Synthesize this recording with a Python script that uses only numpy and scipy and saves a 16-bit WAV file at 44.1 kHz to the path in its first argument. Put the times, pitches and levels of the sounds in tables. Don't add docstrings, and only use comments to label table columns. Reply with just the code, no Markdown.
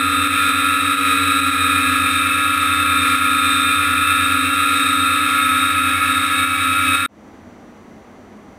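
import sys
import numpy as np
from scipy import signal
from scipy.fft import rfft, irfft
from scipy.io import wavfile

SR = 44100
rng = np.random.default_rng(int(sys.argv[2]) if len(sys.argv) > 2 else 0)


def voltage_ratio(level):
    return 10 ** (np.asarray(level, float) / 20)


def generate_wav(signal):
    frames = np.transpose(np.atleast_2d(signal))
    scaled = np.clip(frames, -1, 1) * 32767
    pcm = np.round(scaled).astype(np.int16)
    wavfile.write(sys.argv[1], SR, pcm)


N = 378378
HOLD_HZ = 12000
HELD = N * HOLD_HZ // SR + 64
CLOCK = np.arange(HELD) / HOLD_HZ


def curves(rows, clock):
    s, *columns = np.transpose(rows)
    return [np.interp(clock, s, column) for column in columns]


def drift(rate):
    steps_per_s = 100
    steps = rng.standard_normal(int(HELD / HOLD_HZ * steps_per_s) + 200)
    r = np.exp(-2 * np.pi * rate / steps_per_s)
    slow = signal.lfilter([1], [1, -2 * r, r * r], steps)[198:]
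    return np.interp(CLOCK * steps_per_s, np.arange(len(slow)), slow / slow.std())


def hunted(hz):
    return hz * (1 + 0.0014 * drift(rate=5))


def tone(hz, level_db, flutter_db, blur):
    phase = 2 * np.pi * (np.cumsum(hz) / HOLD_HZ + rng.random())
    phase += blur * drift(rate=17.3)
    flutter = 0.71 * drift(rate=4.8) + 0.87 * drift(rate=40.0)
    return np.sqrt(2) * voltage_ratio(level_db + flutter_db * flutter) * np.sin(phase)


def coloured(x, spectrum, rate):
    hz = np.fft.rfftfreq(len(x), 1 / rate) + 1
    table_hz, table_db = np.transpose(spectrum)
    shape_db = np.interp(np.log(hz), np.log(table_hz), table_db)
    return irfft(rfft(x) * voltage_ratio(shape_db) * np.sqrt(rate / 2), len(x))


# [t/s, f/Hz (turns per second)]
SPEED_1 = [(0, 87.4), (.56, 87.0), (.76, 89.3), (1.46, 89.7), (1.63, 88.2), (1.85, 88.85), (2.02, 87.9),
           (2.52, 87.9), (2.8, 86.85), (3.1, 87.25), (3.96, 86.8), (4.25, 88.05), (4.85, 88.5),
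           (5.28, 87.6), (5.95, 88.9), (6.24, 88.4), (6.7, 89.05), (7.06, 88.8)]
SPEED_2 = [(0, 94.55), (.36, 95.6), (.56, 94.8), (.72, 95.7), (1.1, 94.0), (1.7, 95.2), (2.3, 97.15),
           (2.8, 96.85), (3.0, 96.1), (3.36, 96.2), (3.52, 95.5), (3.84, 96.4), (4.25, 96.85),
           (4.62, 95.25), (5.5, 97.85), (6.26, 97.8), (6.5, 98.8), (7.06, 99.05)]
SPEED_3 = [(0, 97.3), (.15, 97.5), (.6, 99.6), (.8, 99.1), (1.22, 96.6), (1.7, 98.1), (2.1, 98.5),
           (2.32, 98.2), (2.55, 98.73), (3.1, 98.72), (3.4, 98.35), (3.62, 98.5), (4.14, 99.78),
           (4.72, 98.0), (5.38, 99.36), (6.12, 98.8), (6.38, 99.06), (7.06, 99.0)]
SPEED_4 = [(0, 89.6), (.24, 89.5), (.56, 88.15), (.86, 89.2), (1.24, 89.63), (1.44, 89.36), (1.72, 88.4),
           (2.14, 87.5), (2.38, 87.8), (2.7, 87.0), (3.0, 86.83), (3.5, 87.3), (3.94, 88.15), (4.14, 87.82),
           (4.44, 88.8), (4.8, 89.2), (5.24, 87.48), (7.06, 87.4)]
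SPEED_5 = [(0, 105.65), (.46, 106.88), (1.1, 105.25), (1.56, 105.15), (2.04, 105.93), (2.76, 106.35),
           (3.05, 105.93), (3.52, 106.35), (3.95, 107.65), (4.2, 106.84), (4.45, 106.75), (4.7, 105.9),
           (5.05, 105.82), (5.4, 106.87), (5.85, 106.13), (6.28, 106.38), (6.62, 105.75), (7.06, 106.27)]


def shaft_speeds():
    tables = (SPEED_1, SPEED_2, SPEED_3, SPEED_4, SPEED_5)
    return [hunted(curves(rows, CLOCK)[0]) for rows in tables]


# [order (multiple of shaft speed), level/dB rms]
ORDERS_1 = [(1, -39.5), (2, -57.5), (3, -32.5), (4, -66), (5, -63), (6, -45.5), (8, -60.5), (9, -55.5),
            (10, -58), (11, -69), (12, -54.5), (14, -37), (20, -54), (24, -50), (25, -46), (28, -37),
            (29, -42), (42, -27.5), (43, -40.5)]
ORDERS_2 = [(1, -41), (2, -52.5), (3, -32), (4, -63.5), (5, -48), (6, -52.5), (8, -53.5), (11, -60),
            (13, -32), (14, -30.5), (21, -42), (24, -39), (28, -45), (29, -65), (35, -47), (36, -60),
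            (39, -62), (42, -41.5), (49, -75)]
ORDERS_3 = [(1, -61.5), (6, -61), (8, -59.5), (9, -64.5), (10, -50), (12, -55), (13, -22), (14, -36.5),
            (15, -41.5), (16, -39), (17, -32.5), (18, -40.5), (20, -44), (21, -65), (25, -56), (26, -33.5),
            (27, -38), (33, -70), (34, -60), (37, -49), (38, -38), (40, -58), (42, -50.5), (43, -54)]
ORDERS_4 = [(3, -40.5), (9, -58), (12, -56), (13, -34), (14, -35), (15, -39), (16, -42), (19, -38.5),
            (20, -38.5), (23, -67), (28, -44), (31, -68), (42, -41)]
ORDERS_5 = [(13, -23.5), (14, -50.5)]
# [t/s, level/dB]
HUM_SWELL = [(0, -1), (.12, 4.5), (.53, -0.5), (.9, 0), (1.0, -5), (1.12, 1.5), (1.73, 4.5),
             (2.53, 0.5), (2.92, 3), (3.2, -1.5), (4.26, 4), (4.87, -3), (5.04, 2.5), (5.32, -4.5),
             (5.91, 3.5), (6.3, -1.5), (6.8, 4), (7.05, -0.5)]
HUM_SHARES = [
    1.26,
    0.43,
    .3,
    0,
    0,
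]


def motors(shafts):
    out = np.zeros(HELD)
    hum_db = curves(HUM_SWELL, CLOCK)[0]
    magnet_db = 1.33 * drift(rate=1.9)
    all_orders = [ORDERS_1, ORDERS_2, ORDERS_3, ORDERS_4, ORDERS_5]
    for shaft, orders, share in zip(shafts, all_orders, HUM_SHARES):
        swell_db = {1: share * hum_db, 42: magnet_db}
        for order, level_db in orders:
            hz = order * shaft
            level_db = level_db + slope_db(hz) + swell_db.get(order, 0)
            out += tone(hz, level_db, flutter_db=1.27 + 0.012 * order, blur=0.014 * order)
    return out


# [f/Hz, width/Hz]
MOUNT_RESONANCES = [
    (278, 31.6),
    (462, 33),
    (600, 170),
    (800, 55),
    (1390, 300),
]


def slope_db(hz):
    edge_hz, hz_per_12_db = 3900, 150
    gain_db = -12 * np.maximum(hz - edge_hz, 0) / hz_per_12_db
    for centre, width in MOUNT_RESONANCES:
        if abs(hz.mean() / centre - 1) < 0.08:
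            gain_db = gain_db - 20 * np.log10(1 + (2 * (hz - centre) / width) ** 2)
    return gain_db - np.median(gain_db)


# [t/s, f/Hz, level/dB]
LOW_WHISTLE = [(0, 2180, -42), (1.2, 2200, -44), (2.9, 2182, -38), (4.1, 2180, -40), (4.5, 2225, -37),
               (5.0, 2215, -48), (5.1, 2120, -40), (5.45, 2200, -35), (5.9, 2195, -33), (6.05, 2225, -34),
               (6.3, 2180, -35), (6.4, 2250, -30.5), (6.75, 2305, -28), (7.06, 2285, -33)]
MID_WHISTLE = [(0, 2440, -37), (.5, 2460, -29), (.9, 2465, -32.5), (1.3, 2487, -32), (1.55, 2435, -29.5),
               (1.7, 2445, -26), (2.05, 2425, -28), (2.25, 2388, -31), (2.85, 2376, -33),
               (3.399, 2418, -27.5), (4.0, 2438, -28), (4.32, 2425, -30.5), (4.52, 2470, -31),
               (5.04, 2455, -42), (5.5, 2480, -31), (6.72, 2470, -44)]
HIGH_WHISTLE = [(0, 2660, -35), (.7, 2673, -35), (1.15, 2610, -34), (1.44, 2633, -36), (2.16, 2610, -29),
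                (2.88, 2596, -31), (3.12, 2614, -36), (3.7, 2648, -35), (4.079, 2627, -30),
                (4.56, 2695, -31), (5.28, 2600, -36), (6.3, 2626, -34.5), (6.72, 2570, -27.5)]


def controllers():
    out = 0
    for rows in (LOW_WHISTLE, MID_WHISTLE, HIGH_WHISTLE):
        hz, level_db = curves(rows, CLOCK)
        out = out + tone(hunted(hz), level_db, flutter_db=3.0, blur=0.27)
    return out


# [f/Hz,
# level/dB per Hz]
WASH_SPECTRUM = [(35, -84), (110, -90), (160, -71), (230, -73), (330, -90.5), (410, -85), (465, -68.5),
                 (530, -79.5), (640, -85), (740, -73.5), (860, -88.5), (1000, -71),
                 (1090, -68), (1250, -55.5), (1380, -57.5), (1450, -63.5), (1560, -63.5), (1700, -58),
                  (1850, -61), (2150, -61), (2550, -54), (2900, -68.5), (3300, -64.5), (3600, -63),
                  (3900, -59.5), (4200, -84.5)]
# [f/Hz, level/dB per Hz]
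FILTER_LEAK = [
    (4600, -73.5),
    (5000, -82),
    (5250, -74.5),
    (5550, -77),
    (6000, -89),
]


def prop_wash(shafts):
    wash = 0
    for shaft in shafts:
        turn = 2 * np.pi * (np.cumsum(shaft) / HOLD_HZ + rng.random())
        pulse_db = 2.0 * np.sin(turn) + 1.7 * drift(rate=5.2)
        wash = wash + 0.51 * voltage_ratio(pulse_db) * rng.standard_normal(HELD)
    return coloured(wash, WASH_SPECTRUM + FILTER_LEAK, HOLD_HZ)


# [t/s, level/dB]
SLOW_LOAD = [
    (0, 0.1),
    (1.14, .8),
    (1.82, 0.74),
    (2.32, -0.26),
    (3.02, .8),
    (3.43, 0.14),
    (5.8, 0.25),
    (6.05, 0.5),
    (6.8, -1.4),
]
# [t/s, surge level/dB, duck level/dB]
JOLT_EVENTS = [(.28, 0, 3.5), (.51, 1, 3), (.75, -0.5, 1.5), (.95, -0.5, 4.5), (1.401, 0.5, 3),
               (1.50, .8, 4), (3.16, 1, 3), (3.441, 0, -1), (5.82, .1, 1), (5.97, -1.7, 1), (6.45, 2, 2.5),
               (6.9, 3, -0.5), (6.959, 4.5, 0.5)]


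def shaking_db():
    surge_s, duck_s, recover_s = 0.049, 0.012, 0.05
    level_db = curves(SLOW_LOAD, CLOCK)[0]
    for s, surge_db, duck_db in JOLT_EVENTS:
        age = CLOCK - s
        ducked = np.clip(age / duck_s + 0.5, 0, 1)
        level_db += (1 - ducked) * surge_db * np.exp(np.minimum(age, 0) / surge_s)
        level_db -= ducked * duck_db * np.exp(-np.maximum(age, 0) / recover_s)
    cut_s, cut_db_per_s, remnant_db, remnant_s = 7.0615, 15700, -40, 0.014
    after = np.maximum(CLOCK - cut_s, 0)
    drop_db = -cut_db_per_s * after
    remnant_fall_db = remnant_db - cut_db_per_s * np.maximum(after - remnant_s, 0)
    return level_db + np.maximum(drop_db, remnant_fall_db)


def sample_and_hold(flight):
    held = signal.resample_poly(np.repeat(flight, 4), 147, 160)[:N]
    held = signal.sosfilt(signal.butter(1, 13700, fs=SR, output="sos"), held)
    return signal.sosfiltfilt(signal.ellip(12, 0.2, 50, 15330, fs=SR, output="sos"), held)


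def starve(x):
    from_hz, to_hz, band_hz, threshold_db = 11040, 13000, 190, -75.5
    hz, s, spectra = signal.stft(x, SR, nperseg=2048)
    shared_db = threshold_db + 2.2 * np.repeat(rng.standard_normal(len(s)), 2)[:len(s)]
    for low in np.arange(from_hz, to_hz, band_hz):
        band = (hz >= low) & (hz < low + band_hz)
        level_db = 20 * np.log10(np.abs(spectra[band]).max(axis=0) + 1e-12)
        grain = rng.standard_normal((2, band.sum(), len(s))) * voltage_ratio(level_db - 11)
        limit_db = shared_db + 1.5 * rng.standard_normal(len(s))
        grainy = spectra[band] + grain[0] + 1j * grain[1]
        spectra[band] = grainy * (level_db > limit_db)
    return signal.istft(spectra, SR, nperseg=2048)[1][:N]


# [f/Hz, level/dB per Hz]
ROOM_AIR = [(15, -47), (25, -19), (96, -10.5), (144, -15), (221, -8.5), (306, -5.5), (341, -8),
            (484, -12.5), (633, -12.5), (1180, -18.5), (5170, -41), (6080, -39.5), (15600, -52.5)]
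# [f/Hz, width/Hz, level/dB]
ROOM_RESONANCES = [
    (90.7, 8, 6),
    (172, 6.3, 7),
    (209, 6.1, 11.5),
    (242, 6.2, 9),
    (790, 8.4, 7),
    (2040, 200, 5),
]
# [f/Hz, level/dB rms]
MECHANISM_WHINE = [(4500, -82), (4646, -89), (5663, -85), (5809, -80), (5954, -78), (6099, -81),
                   (6245, -85), (6390, -90), (6826, -86), (6971, -89), (7117, -88), (7407, -92)]


def room():
    clock = np.arange(N) / SR
    air = coloured(rng.standard_normal(N), ROOM_AIR, SR)
    for hz, width, db in ROOM_RESONANCES:
        air = air + (voltage_ratio(db) - 1) * signal.lfilter(*signal.iirpeak(hz, hz / width, SR), air)
    whine = 0
    for hz, db in MECHANISM_WHINE:
        whine = whine + voltage_ratio(db + 48.5) * np.sin(2 * np.pi * (hz * clock + rng.random()))
    start_s, fade_s, room_db = 7.078, 0.2, -41.5
    fade = np.clip((clock - start_s) / fade_s, 0, 1) ** 0.58
    return voltage_ratio(room_db) * fade * (air / air.std() + whine)


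def scene():
    shafts = shaft_speeds()
    flight = motors(shafts) + controllers() + prop_wash(shafts)
    held = sample_and_hold(flight * voltage_ratio(shaking_db()))
    return (starve(held) + room())[None]


def band_limit(x):
    return signal.sosfilt(signal.butter(12, 15750, fs=SR, output="sos"), x)


def record(dry):
    return band_limit(dry)


dry = scene()
out = record(dry)
generate_wav(out)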